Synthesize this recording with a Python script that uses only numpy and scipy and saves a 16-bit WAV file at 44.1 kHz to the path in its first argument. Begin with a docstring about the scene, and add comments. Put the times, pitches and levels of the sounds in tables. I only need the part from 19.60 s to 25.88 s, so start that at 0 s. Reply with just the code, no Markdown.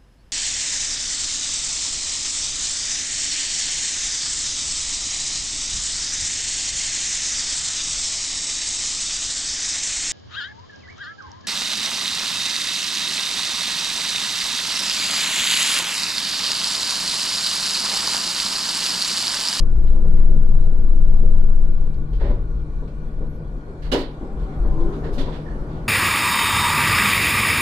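"""Inside a slowing tram. From the start the wheels drum the car body and rumble on the rails, under
converter hum and motor whine. The drumming slows and dies away at a jolt near 2.6 s, just after a loose
part ticks. From 4.2 s the floor and seats thud harder and fittings clack more often on the right.
The brakes sing faintly; near 5 s a jolt brings the drumming back briefly and a panel groans once.
The rolling turns brighter, and more jolts and clacks close the scene."""
import sys
import numpy as np
from scipy import signal
from scipy.fft import rfft, irfft, next_fast_len
from scipy.io import wavfile
from scipy.ndimage import uniform_filter1d, map_coordinates

SR = 44100
rng = np.random.default_rng(int(sys.argv[2]) if len(sys.argv) > 2 else 0)


def wav_record(signal):
    """Record a signal, one row per channel, as 16-bit PCM in the file named by sys.argv[1]."""
    frames = np.transpose(np.atleast_2d(signal))
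    bounded = np.clip(frames, -1, 1)
    # unit amplitude maps onto the largest positive 16-bit level
    quanta = np.round(bounded * 32767).astype(np.int16)
    wavfile.write(sys.argv[1], SR, quanta)


N = 276936
TIME = np.arange(N) / SR
PAD = 4096  # samples of room for filters to ring


# pace of the wheel bumps: (time [s], rate [Hz])
DRUM_PACE = [(0, 17.1), (1.5, 16.9), (2.6, 15.6), (4.9, 17.1)]
# fader of the drumming: (time [s], level [dB])
DRUM_FADER = [(0.0, -16.5), (0.35, -11), (0.639, -9), (1.05, -11), (1.75, -8.5), (2.25, -14), (2.699, -36),
              (2.85, -69), (4.93, -72), (5.07, -21.5), (5.28, -21), (5.5, -58.5)]
# its fixed harmonics: (multiple, gain [dB])
DRUM_HARMONICS = [(1, 0.5), (2, -16), (4, -28.5)]
# its third harmonic, fading early: (time [s], gain [dB])
DRUM_THIRD_FADER = [(0, -10.5), (0.65, -18), (0.9, -29)]

def body_drumming():
    """The car body drums once per wheel bump: a deep throb."""
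    (hz,), (db,), (third_db,) = curves(DRUM_PACE), curves(DRUM_FADER), curves(DRUM_THIRD_FADER)
    return centred(amp(db) * harmonics(hz, DRUM_HARMONICS + [(3, third_db)]))


# bed of floor shake: (time [s], level [dB])
SHAKE_FADER = [(0, -28.5), (2, -25.5), (2.5, -18), (3.4, -27.5), (4.5, -32), (6.28, -37.5)]
# track jolts: (time [s], level [dB], hold [s])
TRACK_JOLTS = [(0, -16.5, 0.049), (2.62, -21, 0.34), (4.22, -30, 0.044), (4.74, -25.5, 0.028),
               (4.974, -16, 0.23), (5.421, -22, 0.2), (5.912, -24.5, 0.16)]
# sub-bass of the floor: (frequency [Hz], gain [dB])
FLOOR_EQ = [(7.6, -39.5), (13, 1), (18, 1.5), (26, -2), (36, 0.5), (56, -6), (80, -30), (112, -16.5),
            (140, -50), (240, -120)]

def floor_shake():
    """The floor shakes all along; each track jolt swells it, holds and dies away."""
    rise_s, t60_s = 0.019, 0.93
    power = amp(curves(SHAKE_FADER)[0]) ** 2
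    for start, db, hold in TRACK_JOLTS:
        attack = np.clip((TIME - start) / rise_s + 1, 0, 1)
        power += (attack * amp(db - 60 * np.maximum(TIME - start - hold, 0) / t60_s)) ** 2
    return np.sqrt(power) * noise_bed(FLOOR_EQ, patchy_db=-1.5)


# two-band fader of the rolling: (time [s], bass gain [dB], treble gain [dB])
ROLL_FADERS = [(0.0, -30.5, -36.5), (1, -32, -36.5), (1.8, -29.5, -36), (2.2, -35.5, -38),
               (3.69, -36.5, -37.5), (4.6, -39, -33), (5.05, -34, -30.5), (5.3, -34, -26),
               (5.8, -32.5, -30), (6.28, -34.5, -29)]
# rumble of wheel on rail: (frequency [Hz], gain [dB])
RAIL_EQ = [(41, -24.5), (70, -3), (92, -13.5), (112, -13.5), (156, -4), (179, -15.5), (218, -9.5),
           (253, -18), (290, -14), (464, -19), (647, -26.5), (1130, -32.5), (1300, -35), (1460, -32),
           (1600, -42.5), (2600, -59.5), (5720, -120)]

def rolling():
    """Wheels rumble on the rails, bass and treble swelling separately."""
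    crossover_hz = 234
    bass_db, treble_db = curves(ROLL_FADERS)
    wheels = noise_bed(RAIL_EQ, patchy_db=1.5)
    bass = filtered_bed(wheels, lambda f: 1 / (1 + (f / crossover_hz) ** 2))
    treble = wheels - bass
    return amp(bass_db + 0.3 * wobble(5.3)) * bass + amp(treble_db + 0.25 * wobble(5.0)) * treble


# bumps of the car body: (time [s], gain [dB], ring pitch [Hz], ring boost [dB])
THUD_CUES = [(0.438, -36.5, 464, 7), (0.691, -37, 334, 11.5), (1.625, -36.5, 477, 12.5),
             (2.605, -30.5, 470, 2), (2.645, -31.5, 740, 7), (2.691, -29.5, 200, 11.5),
             (3.216, -40.5, 294, 1.5), (3.605, -34.5, 450, 7), (4.061, -40, 404, 5), (4.316, -17, 330, 5.5),
             (4.34, -23, 920, 12), (4.612, -29, 296, 13.5), (5.045, -32, 610, -2), (5.44, -31, 440, 3),
             (5.57, -24, 201, 16), (5.669, -32, 960, 10.5)]
# dull tone of floor and seat shells: (frequency [Hz], gain [dB])
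SHELL_EQ = [(120, -31.5), (200, -4.5), (270, -1), (400, -0.5), (610, -3.5), (690, -10), (1000, -12.5),
            (2000, -30.5), (4500, -97)]

def thuds():
    """Dull bumps come through floor and seats; the shells ring on their modes."""
    rise_s, hold_s = 0.0048, 0.017
    modes_hz, width_hz = [271, 389.6, 461, 570, 975], 22
    track = np.zeros((2, N + SR))
    for start, db, hz, ring_db in THUD_CUES:
        contacts = burst(rise_s, hold_s, kick=0.095)
        bump = struck(contacts, hold_s, SHELL_EQ, hz, ring_db, width_oct=0.37)
        track[:, round(start * SR):][:, :bump.shape[1]] += amp(db) * bump
    modes = lambda f: 1 + sum(1 / (1 + 2j * (f - hz) / width_hz) for hz in modes_hz)
    return amp(-2.5) * filtered(track, modes)[:, PAD:PAD + N]


# fitting hits: (time [s], gain [dB], hardness [dB/octave], ring pitch [Hz], ring boost [dB], hold [s])
CLACK_CUES = [(0.264, -61, -0.5, 3040, 2.5, 0.03), (0.552, -56, -8.5, 2030, 5, 0.071),
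              (2.526, -60.5, 1, 3080, 7.5, 0.041), (2.594, -48, -4.5, 1840, 5.5, 0.078),
              (2.671, -57, -3.5, 2090, 7, 0.057), (3.275, -65, 0.5, 2400, 8, 0.01),
              (4.218, -56, 2.5, 2790, 7, 0.054), (4.242, -53, -6.5, 4430, 13, 0.033),
              (4.316, -30.5, 2, 2950, 7.5, 0.028), (4.368, -46, 4.5, 4400, 7.5, 0.05),
              (4.788, -64.5, 2.5, 3000, 6, 0.057), (4.872, -51, -10.5, 2250, 7, 0.083),
              (5.195, -62.5, 2, 3320, 8.5, 0.024), (5.324, -57.5, -1.5, 3420, 2, 0.031),
              (5.435, -49.5, -2, 1760, 11.5, 0.036), (5.528, -55.5, 7, 4820, -2, 0.034),
              (5.578, -43, 1.7, 3460, 7, 0.042), (5.647, -53.5, -1, 3400, 5.5, 0.053),
              (5.717, -49.5, -3, 3500, 4, 0.051), (5.856, -45, -11, 1760, 19, 0.058),
              (6.085, -62, 0.5, 3420, 4, 0.1)]
# metallic tone of poles and frames: (frequency [Hz], gain [dB])
FRAME_EQ = [(300, -76), (600, -15), (1000, -0.5), (1900, 0.5), (2500, -4), (3000, -2.5), (4000, -2),
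            (4750, -5.5), (5100, -9.5), (5600, -13), (8000, -21), (12000, -29), (15500, -38.5)]

def clacks():
    """Loose fittings on the right rattle on poles and frames; harder hits are brighter and snappier."""
    track = np.zeros((2, N + SR))
    for start, db, hardness, hz, ring_db, hold in CLACK_CUES:
        rise_s = 0.14 * hold * amp(-0.52 * hardness)
        right, diffuse = burst(rise_s, hold, kick=0.85)
        left = 0.052 * right + 1.5 * diffuse  # both sides share a little direct sound
        metal = struck(np.array([left, right]), hold, FRAME_EQ, hz, ring_db,
                       width_oct=0.11, tilt_db=hardness)
        track[:, round(start * SR):][:, :metal.shape[1]] += amp(db) * metal
    return track[:, PAD:PAD + N] * amp([[-6], [6]])  # push to the right


# glides of the panel: (time [s], length [s], start pitch [Hz], end pitch [Hz], level [dB])
GROAN_CUES = [(5.196, 0.093, 327, 355.5, -31), (5.271, 0.12, 408, 395, -33)]

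def panel_groan():
    """A panel under load groans once, in two overlapping glides."""
    return sum(rough_tone(*cue, scatter_hz=8.4) for cue in GROAN_CUES)


# tone of the hum: (multiple, gain [dB])
HUM_HARMONICS = [(1, 0), (2, -16), (3, -19)]

def converter_hum():
    """The converter's hum fades slowly and flutters with the body's drumming."""
    pitch_hz, start_db, fade_db_per_s, flutter_depth = 151.2, -38, 0.7, 1.4
    (rate,), (drum_db,) = curves(DRUM_PACE), curves(DRUM_FADER)
    gain = amp(start_db - fade_db_per_s * TIME + 1.6 * wobble(8))
    hum = harmonics(pitch_hz + 0.36 * wobble(4.01), HUM_HARMONICS)
    flutter = 1 + flutter_depth * amp(drum_db) * harmonics(rate)
    return centred(gain * hum * flutter)


# brake notes: (time [s], length [s], start pitch [Hz], end pitch [Hz], level [dB])
BRAKE_CUES = [(4.607, 0.16, 790, 787, -51), (4.876, 0.58, 768.5, 765, -48.5),
              (5.144, 0.12, 1030, 1040, -47.5)]

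def brakes():
    """The brakes sing faintly."""
    return sum(rough_tone(*cue, scatter_hz=17) for cue in BRAKE_CUES)


# fan and motor bands: (centre [Hz], width [Hz], gain [dB])
WHINE_BANDS = [(1128, 46, -2), (1416, 18, 0.5), (1496, 37, 0), (2355, 150, -15), (4240, 69, -18.5)]

def whines():
    """Fans and motors whine in fuzzy, narrow bands of noise."""
    bands = lambda f: sum(amp(db) * np.exp(-((f - hz) / width) ** 2) for hz, width, db in WHINE_BANDS)
    return amp(-58 + 0.81 * wobble(9.7)) * unit(filtered(rng.standard_normal((2, N)), bands))


# faint ticks: (time [s], level [dB])
TICK_CUES = [(2.2244, -63), (2.2667, -61), (2.3421, -57)]

def ticks():
    """A loose part clicks lightly against the frame."""
    t60_s = 0.09
    gain = sum((TIME >= s) * amp(db - 60 * np.maximum(TIME - s, 0) / t60_s) for s, db in TICK_CUES)
    thin_metal = lambda f: amp(along(FRAME_EQ, f)) * f / (f + 4000)
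    return gain * unit(filtered(rng.standard_normal((2, N)), thin_metal))


# airy top end: (frequency [Hz], gain [dB])
HISS_EQ = [(940, -36.5), (1600, 4.5), (2360, -11), (3230, -8.5), (5830, -15.5), (8050, -18.5),
           (11700, -23.5), (15500, -55.5)]

def hiss():
    """A soft hiss rides up and down with the treble of the rolling."""
    _, treble_db = curves(ROLL_FADERS)
    level_db = -61 + 0.64 * (treble_db - treble_db.mean()) + 0.31 * wobble(2.3)
    return amp(level_db) * noise_bed(HISS_EQ, patchy_db=2.5)


# tone of the switching: (multiple, gain [dB])
SWITCHING_HARMONICS = [(1, 1.5), (2, -3.5), (3, -6)]

def drive_switching():
    """The drive's thin switching tone fades once the drive eases off."""
    pitch_hz, start_db, ease_off_s, fade_db_per_s = 3910, -76, 1.8, 8
    (rate,) = curves(DRUM_PACE)
    buzz_db = 3.2 * harmonics(2 * rate)  # the motor current pulses twice a turn
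    level_db = start_db - fade_db_per_s * np.maximum(TIME - ease_off_s, 0)
    gain = amp(level_db + buzz_db + 3 * wobble(30))
    return centred(gain * harmonics(pitch_hz + 25 * wobble(200), SWITCHING_HARMONICS))


# whistles: (time [s], length [s], start pitch [Hz], end pitch [Hz], level [dB])
HIGH_WHISTLE_CUES = [(3.35, 0.15, 7980, 8130, -79), (3.7, 0.06, 11350, 11300, -77)]

def high_whistles():
    """Two very faint, thin, high whistles."""
    return sum(rough_tone(*cue, scatter_hz=17) for cue in HIGH_WHISTLE_CUES)


# cabin echo: (frequency [Hz], time to fall 60 dB [s])
CABIN_DECAY = [(300, 0.38), (3800, 0.38), (6000, 0.19), (12000, 0.14)]

def burst(rise_s, hold_s, kick):
    """Contacts smeared by the cabin's echo: two noises after PAD silent samples; kick adds punch."""
    size = SR // 2
    hz, frame_s, bands = signal.stft(rng.standard_normal((2, size)), SR, nperseg=256)
    after = np.maximum(frame_s - hold_s, 0)  # the decay starts when the rattling stops
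    decay = amp(-60 * after / along(CABIN_DECAY, hz)[:, None])
    tail = signal.istft(bands * decay, SR, nperseg=256)[1][:, :size]
    t = np.arange(size) / SR
    attack = (1 - np.exp(-t / rise_s)) * (1 + kick * np.exp(-t / 0.019))
    return np.pad(tail * attack, [(0, 0), (PAD, 0)])


# stereo focus: (frequency [Hz], left-right likeness [0 to 1])
STEREO_FOCUS = [(30, 1), (290, 0.98), (640, 0.84), (900, 0.21), (1410, 0.52), (3100, 0.24), (6820, 0.13),
                (15000, 0.28)]
# balance: (frequency [Hz], left over right [dB])
STEREO_BALANCE = [(17, 4.5), (35, 2.5), (150, 1.5), (300, 1.5), (550, -3), (1100, 5), (2380, -3.5),
                  (5000, -4), (12000, 1)]
# phase offset: (frequency [Hz], left lead [rad])
STEREO_PHASE = [(17, -.37), (80, -.19), (240, -.12), (330, -.15), (580, -.44), (720, .45), (900, -.1),
                (1150, 1.6), (1500, 2.7), (2300, 5.5)]

def cabin_stereo(mid_side):
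    """Spreads a mid/side pair to left and right, band by band, as the cabin does."""
    def matrix(hz):
        width = np.arccos(np.clip(along(STEREO_FOCUS, hz), 0, 1)) / 2
        mid, side = np.cos(width), np.sin(width)
        lean = amp(along(STEREO_BALANCE, hz) / 2) * np.exp(.5j * along(STEREO_PHASE, hz))
        return np.array([[mid * lean, side * lean], [mid / lean, -side / lean]])
    return filtered_bed(mid_side, matrix).sum(axis=1)


def struck(contacts, hold_s, eq, ring_hz, ring_db, width_oct, tilt_db=0):
    """A burst through a body with one resonance, which fades once the contacts stop."""
    def response(f):
        octaves = lambda centre: np.log2((f + 1) / centre)
        body = amp(along(eq, f) + tilt_db * octaves(3000))
        boost = amp(ring_db * np.exp(-(octaves(ring_hz) / width_oct) ** 2))
        rms = np.sqrt(np.mean((body * boost) ** 2))
        return np.array([body, body * (boost - 1)])[:, None] / rms
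    ring_decay_s = 0.075
    plain, ring = filtered(contacts, response)
    after = np.maximum((np.arange(contacts.shape[1]) - PAD) / SR - hold_s, 0)
    return plain + ring * np.exp(-after / ring_decay_s)


def rough_tone(start, length, first_hz, last_hz, db, scatter_hz):
    """A short, centred glide, unsteady in pitch and strength."""
    fade_db, fade_s = 14.5, 0.043  # slope of the fade in and out
    outside = np.maximum(np.maximum(start - TIME, TIME - start - length), 0)
    hz = np.interp(TIME, [start, start + length], [first_hz, last_hz]) + scatter_hz * wobble(70)
    return centred(amp(db - fade_db * outside / fade_s + 2.3 * wobble(45)) * harmonics(hz))


def noise_bed(eq, patchy_db):
    """A mid/side pair of shaped noises, rms 1, with patches of random gain."""
    bands = signal.stft(rng.standard_normal((2, N)), nperseg=512)[2]
    patches = uniform_filter1d(rng.standard_normal(bands.shape[1:]), size=5, axis=0)
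    patches = unit(uniform_filter1d(patches, size=12, axis=1))
    pair = signal.istft(bands * amp(patchy_db * patches), nperseg=512)[1][:, :N]
    return unit(filtered(pair, lambda hz: amp(along(eq, hz))))


def harmonics(hz, partials=((1, 0),)):
    """Sines on multiples of a moving pitch, each of rms 1 at 0 dB."""
    phase = 2 * np.pi * np.cumsum(hz) / SR
    return np.sqrt(2) * sum(amp(db) * np.sin(k * phase + rng.uniform(0, 2 * np.pi)) for k, db in partials)


def centred(x):
    """A mid/side pair with a silent side."""
    return x * [[1], [0]]


def amp(db):
    """Decibels to gain."""
    return 10 ** (np.asarray(db) / 20)


def unit(x):
    """Scaled to rms 1."""
    return x / np.sqrt(np.mean(x ** 2) + 1e-20)


def along(points, hz):
    """Reads (frequency, value) points on a log axis."""
    f, values = np.transpose(points)
    return np.interp(np.log(hz + 1), np.log(f + 1), values)


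def curves(rows):
    """One automation curve for each column after the time."""
    times, *columns = np.transpose(rows)
    return [np.interp(TIME, times, column) for column in columns]


def wobble(rate):
    """A smooth random curve, rate knots a second."""
    s = np.arange(0, N / SR + .01, .002)
    knots = rng.standard_normal(int(s[-1] * rate) + 4)
    return np.interp(TIME, s, map_coordinates(knots, [s * rate]))


def filtered(x, response):
    """x through a complex frequency response."""
    size = next_fast_len(x.shape[-1] + 2 * PAD)
    return irfft(rfft(x, size) * response(np.fft.rfftfreq(size, 1 / SR)), size)[..., :x.shape[-1]]


def filtered_bed(x, response):
    """Filters a sound as if it ran on past both ends."""
    pad = [(0, 0)] * (x.ndim - 1) + [(PAD, PAD)]
    return filtered(np.pad(x, pad, mode="reflect", reflect_type="odd"), response)[..., PAD:-PAD]


def scene():
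    """Running gear, electrics and accents fill the cabin; the clacks sit on the right."""
    running_gear = body_drumming() + floor_shake() + rolling() + hiss()
    electrics = converter_hum() + whines() + drive_switching()
    accents = panel_groan() + brakes() + high_whistles() + thuds() + ticks()
    return cabin_stereo(running_gear + electrics + accents) + clacks()


def record(dry):
    """Rounds off the highest peaks, fades both ends and cuts the very top."""
    ceiling, fade_s, top_hz = 0.95, 0.004, 15741
    rounded = dry / (1 + np.abs(dry / ceiling) ** 8) ** (1 / 8)
    ramp = np.minimum(np.minimum(TIME, TIME[::-1]) / fade_s, 1)
    return filtered(rounded * np.sin(np.pi / 2 * ramp) ** 2, lambda hz: hz < top_hz)


dry = scene()
out = record(dry)
wav_record(out)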